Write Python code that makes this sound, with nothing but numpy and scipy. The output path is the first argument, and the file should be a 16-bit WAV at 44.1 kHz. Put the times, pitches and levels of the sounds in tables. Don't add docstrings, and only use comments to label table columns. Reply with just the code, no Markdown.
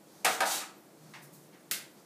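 import sys
import numpy as np
from scipy import signal
from scipy.fft import rfft, irfft
from scipy.io import wavfile
from scipy.ndimage import uniform_filter1d

SR = 44100
rng = np.random.default_rng(int(sys.argv[2]) if len(sys.argv) > 2 else 0)


def unload_audio(sound):
    columns = np.transpose(np.atleast_2d(sound))
    steps = np.round(np.clip(columns, -1, 1) * 32767)
    wavfile.write(sys.argv[1], SR, steps.astype(np.int16))


N = 90404

# frequency in Hz, relative spectral density in dB.
ROOM_NOISE_SPECTRUM = [(20, -40), (50, -48), (100, -18.5), (150, -3.5), (205, -1), (255, -7), (310, 1.5),
                       (400, -6), (600, -7), (1000, -14.5), (1700, -19.5), (3000, -24.5), (9000, -24),
                       (15500, -28)]
STROKE_SPECTRUM = [(30, -23), (1000, 1), (2700, -10.5), (4300, 2), (8000, 4), (15500, -1)]
THUD_SPECTRUM = [(30, -35), (80, -38), (170, -16.5), (350, -12.5), (520, -4), (800, -0.5), (1020, -6),
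                 (1300, 0), (2400, -9.5), (4000, -9), (15000, -57)]
CRACK_SPECTRUM = [(30, -52), (300, -19), (1200, -6), (2300, 7), (3200, -3.5), (5000, -1), (9000, -1),
                  (12000, -4), (15500, -16)]
SCRAPE_SPECTRUM = [(30, -45), (150, -25), (330, -1), (450, -14), (750, -7), (1100, -1.5), (2500, -3),
                   (3900, 2.5), (5200, 0.5), (8000, 3.5), (11500, -2.5), (15500, -5.5)]
SLIP_SPECTRUM = [(30, -62), (100, -49), (190, -5.5), (380, -26.5), (560, -6.5), (680, -3), (770, 5),
                 (1020, -5), (1260, -4), (1420, -6.5), (1600, -1.5), (2300, -18), (4000, -17.5),
                 (15000, -55)]
TAP_SPECTRUM = [(30, -33), (600, -18), (900, 0.5), (1200, -4.5), (1500, -1.5), (1950, 2), (3100, -8.5),
                (4500, -9.5), (8000, -19.5), (15500, -31)]
SPLAT_SPECTRUM = [(30, -34), (90, -25), (170, -1.5), (700, -9), (1000, -9), (1550, 1.5), (2800, 1.5),
                  (4000, 3.5), (6000, 0.5), (10000, 2.5), (15500, -1)]
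# frequency in Hz, time to fall 60 dB (T60) in seconds.
ROOM_T60 = [(150, 0.67), (700, 0.53), (2000, 0.39), (5500, 0.33), (15000, 0.25)]
# start and length in seconds, level in dB, tilt in dB per octave.
SMOOTHING_STROKES = [(0.036, .24, -62.5, -4.5), (.93, 0.31, -64, -4.5), (1.212, 0.036, -51.5, 5),
                     (1.314, 0.053, -54, 4.5), (1.375, 0.11, -64.5, 4), (1.92, 0.11, -65, -5)]
# start and length in seconds, first and last frequency in Hz, level in dB.
SQUEAK_GLIDES = [(.11, 0.043, 11900, 13100, -66), (0.735, 0.093, 11900, 11850, -64),
                 (1.88, .06, 12100, 12400, -66)]
# start in seconds,
# thud and crack levels in dB, crack tilt in dB per octave, ring level in dB, contact decay in
# seconds, place struck from 0 (face) to 1 (edge).
KNOCK_CONTACTS = [(0.2459, -36.5, -34.5, -3, -35, 0.0026, 0), (.2478, -36, -27, 2.5, -38.5, 0.0026, 0.053),
                  (0.2534, -33, -27, -2.9, -32, 0.0039, 0.14), (.2625, -25, -46, -10, -38, 0.0032, 0.16),
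                  (.4046, -31, -31.5, -0.5, -31.5, 0.0058, 0.87)]
# frequency in Hz, gains in dB for a blow on the face and on the edge, T60 in seconds.
KNOCK_TONES = [(337, -26, -20.5, 0.6), (466, -2, -11, .5), (648, 1, -16, 0.33), (754, -3, -1, 0.47),
               (771, -17, 2.5, 0.56), (853, 4, -9, 0.23), (930, -6, -10, 0.33), (1242, -5.5, 3, 0.27),
               (1584, -9, 1, 0.22), (1777, -17, -8, 0.2), (1900, -25, -1, 0.083), (2070, -13, -16, 0.16),
               (2259, -2, -5.5, 0.23), (2594, 0, -34, 0.083), (3340, -6, -20, 0.15)]
# time in seconds, level in dB.
SCRAPE_ENVELOPE = [(0.263, -43.5), (.33, -37), (.36, -64), (0.449, -59), (.458, -34), (.495, -35),
                   (.515, -31), (0.559, -36.5), (0.598, -46.5), (.625, -74), (.66, -70)]
# start in seconds, length in seconds, level in dB,
# slips per second, frequency ratio applied to the slip spectrum.
JUDDER_BURSTS = [(0.412, .041, -32, 300, 0.998), (0.604, 0.039, -48.5, 400, 1.582)]
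# start and length in seconds, centre and half-width in Hz, level in dB.
HUM_SWELL = (0.94, 0.56, 153.5, 21.5, -61.5)
# start in seconds, level in dB, decay in seconds.
TAP_CONTACTS = [(1.136, -43, 0.0057), (1.524, -55.5, 0.028)]
SLAP_CONTACT = (1.7114, -25.5, 0.0036)
# frequency in Hz, level in dB relative to the blow, T60 in seconds.
BLADE_MODES = [(1560, -22, 0.4), (1800, -35, 0.45), (1980, -22, 0.44), (2137, -17.5, 0.37)]

GRAINS_PER_S, GRAIN_SPREAD_DB = 5000, 1.5
CONTACT_RISE_S, RING_RISE_S, ROOM_BUILD_S = 0.00081, 0.001, 0.00067
ROOM_NOISE_DB, CUTOFF_HZ = -57.5, 15270
SLIP_JITTER = 0.4


def amp(db):
    return 10 ** (np.asarray(db) / 20)


def unit_rms(x):
    return x / np.sqrt(np.mean(x ** 2) + 1e-20)


def value_at(points, hz):
    table_hz, value = np.transpose(points)
    return np.interp(np.log(hz + 1), np.log(table_hz + 1), value)


def add(mix, start_s, sound):
    part = mix[max(round(start_s * SR), 0):][:len(sound)]
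    part += sound[:len(part)]


def colour(x, spectrum, tilt_db=0, size=4096):
    hz = abs(np.fft.fftfreq(size, 1 / SR))
    log_gain = np.log(amp(value_at(spectrum, hz) + tilt_db * np.log2(1 + hz / 1000)))
    response = np.exp(np.conj(signal.hilbert(log_gain)))
    impulse = np.fft.ifft(response).real[:size // 2]
    return signal.fftconvolve(x, impulse / np.linalg.norm(impulse))


def grains(count):
    size = amp(GRAIN_SPREAD_DB * np.minimum(rng.exponential(1, N), 4))
    clicks = size * rng.choice([-1, 1], N) * (rng.random(N) < GRAINS_PER_S / SR)
    return unit_rms(clicks)[:count]


def contact(decay_s):
    t = np.arange(SR // 10) / SR
    envelope = (1 - np.exp(-t / CONTACT_RISE_S)) * np.exp(-t / decay_s)
    burst = grains(len(t)) * envelope
    for _ in range(4):
        phase = np.angle(rfft(burst, 2 * len(t)))
        burst = irfft(np.exp(1j * phase))[:len(t)] * envelope ** 0.25
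    return burst / (np.linalg.norm(burst) + 1e-12) * np.sqrt(SR / 100)


def ring(hz, t60):
    t = np.arange(SR) / SR
    envelope = (1 - np.exp(-t / RING_RISE_S)) * np.exp(-np.log(1000) * t / t60)
    return envelope * np.sin(2 * np.pi * (hz * t + rng.random()))


def room(x, direct_db=-7):
    hz, t, noise = signal.stft(rng.standard_normal(SR), SR, nperseg=256)
    decay = np.exp(-np.log(1000) * t / value_at(ROOM_T60, hz)[:, None])
    tail = signal.istft(noise * decay, SR)[1]
    tail *= 1 - np.exp(-np.arange(len(tail)) / SR / ROOM_BUILD_S)
    return amp(direct_db) * x + signal.fftconvolve(x, tail / np.linalg.norm(tail))[:N]


def room_noise():
    gain = amp(value_at(ROOM_NOISE_SPECTRUM, np.fft.rfftfreq(N, 1 / SR)))
    return amp(ROOM_NOISE_DB) * unit_rms(irfft(rfft(rng.standard_normal(N)) * gain, N))


def smoothing():
    out = np.zeros(N)
    for start, length, db, tilt_db in SMOOTHING_STROKES:
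        arch = np.sin(np.linspace(0, np.pi, int(length * SR)))
        add(out, start, amp(db) * colour(grains(len(arch)) * arch, STROKE_SPECTRUM, tilt_db))
    return out


def squeaks():
    out = np.zeros(N)
    for start, length, from_hz, to_hz, db in SQUEAK_GLIDES:
        progress = np.linspace(0, 1, int(length * SR))
        waver = unit_rms(uniform_filter1d(rng.standard_normal(N), size=60))[:len(progress)]
        hz = (from_hz + (to_hz - from_hz) * progress) * (1 + 0.0077 * waver)
        tone = np.sin(2 * np.pi * np.cumsum(hz) / SR)
        add(out, start, amp(db) * np.sin(np.pi * progress) * tone)
    return out


def knocks():
    out = np.zeros(N)
    for start, thud_db, crack_db, tilt_db, _, decay_s, _ in KNOCK_CONTACTS:
        thud, crack = np.zeros((2, N))
        add(thud, start, amp(thud_db) * colour(contact(decay_s), THUD_SPECTRUM))
        add(crack, start, amp(crack_db) * colour(contact(decay_s), CRACK_SPECTRUM, tilt_db))
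        out += room(thud, direct_db=-4) + room(crack, direct_db=-1.5)
    return out


def knock_ring():
    out = np.zeros(N)
    for start, _, _, _, ring_db, _, place in KNOCK_CONTACTS:
        for hz, face_db, edge_db, t60 in KNOCK_TONES:
            mode_db = face_db + (edge_db - face_db) * place
            add(out, start, amp(ring_db + mode_db) * ring(hz, t60))
    return out


def scrape():
    times, db = np.transpose(SCRAPE_ENVELOPE)
    force = np.interp(np.arange(N) / SR, times, amp(db), left=0, right=0)
    return colour(grains(N) * force, SCRAPE_SPECTRUM)[:N]


def judder():
    out = np.zeros(N)
    for start, length, db, rate, pitch_ratio in JUDDER_BURSTS:
        gaps = np.exp(SLIP_JITTER * rng.standard_normal(64)) / rate
        times = np.cumsum(gaps) - gaps[0]
        slips = np.zeros(int(length * SR) + 1)
        slips[(times[times < length] * SR).astype(int)] = 1
        spectrum = np.multiply(SLIP_SPECTRUM, [pitch_ratio, 1])
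        add(out, start, amp(db) * colour(unit_rms(slips), spectrum))
    return out


def hum():
    start, length, hz, half_width_hz, db = HUM_SWELL
    band = np.exp(-((np.fft.rfftfreq(N, 1 / SR) - hz) / half_width_hz) ** 2)
    noise = unit_rms(irfft(rfft(rng.standard_normal(N)) * band, N))
    progress = np.clip((np.arange(N) / SR - start) / length, 0, 1)
    return amp(db) * noise * np.minimum(4 * np.sin(np.pi * progress), 1)


def blade_hit(start, db, decay_s, spectrum, direct_db):
    blow = np.zeros(N)
    add(blow, start, amp(db) * colour(contact(decay_s), spectrum))
    out = room(blow, direct_db)
    for hz, mode_db, t60 in BLADE_MODES:
        add(out, start, amp(db + mode_db) * ring(hz, t60))
    return out


def taps():
    return sum(blade_hit(*tap, TAP_SPECTRUM, direct_db=-9) for tap in TAP_CONTACTS)


def slap():
    return blade_hit(*SLAP_CONTACT, SPLAT_SPECTRUM, direct_db=-4.5)


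def scene():
    tools = knocks() + room(judder(), direct_db=2.0) + slap() + taps()
    sliding = room(scrape() + smoothing() + squeaks())
    return (tools + sliding + knock_ring() + room_noise() + hum())[None]


def record(dry):
    low_pass = signal.firwin(511, CUTOFF_HZ, window=("kaiser", 9), fs=SR)
    return signal.oaconvolve(dry, low_pass[None], "same")


dry = scene()
out = record(dry)
unload_audio(out)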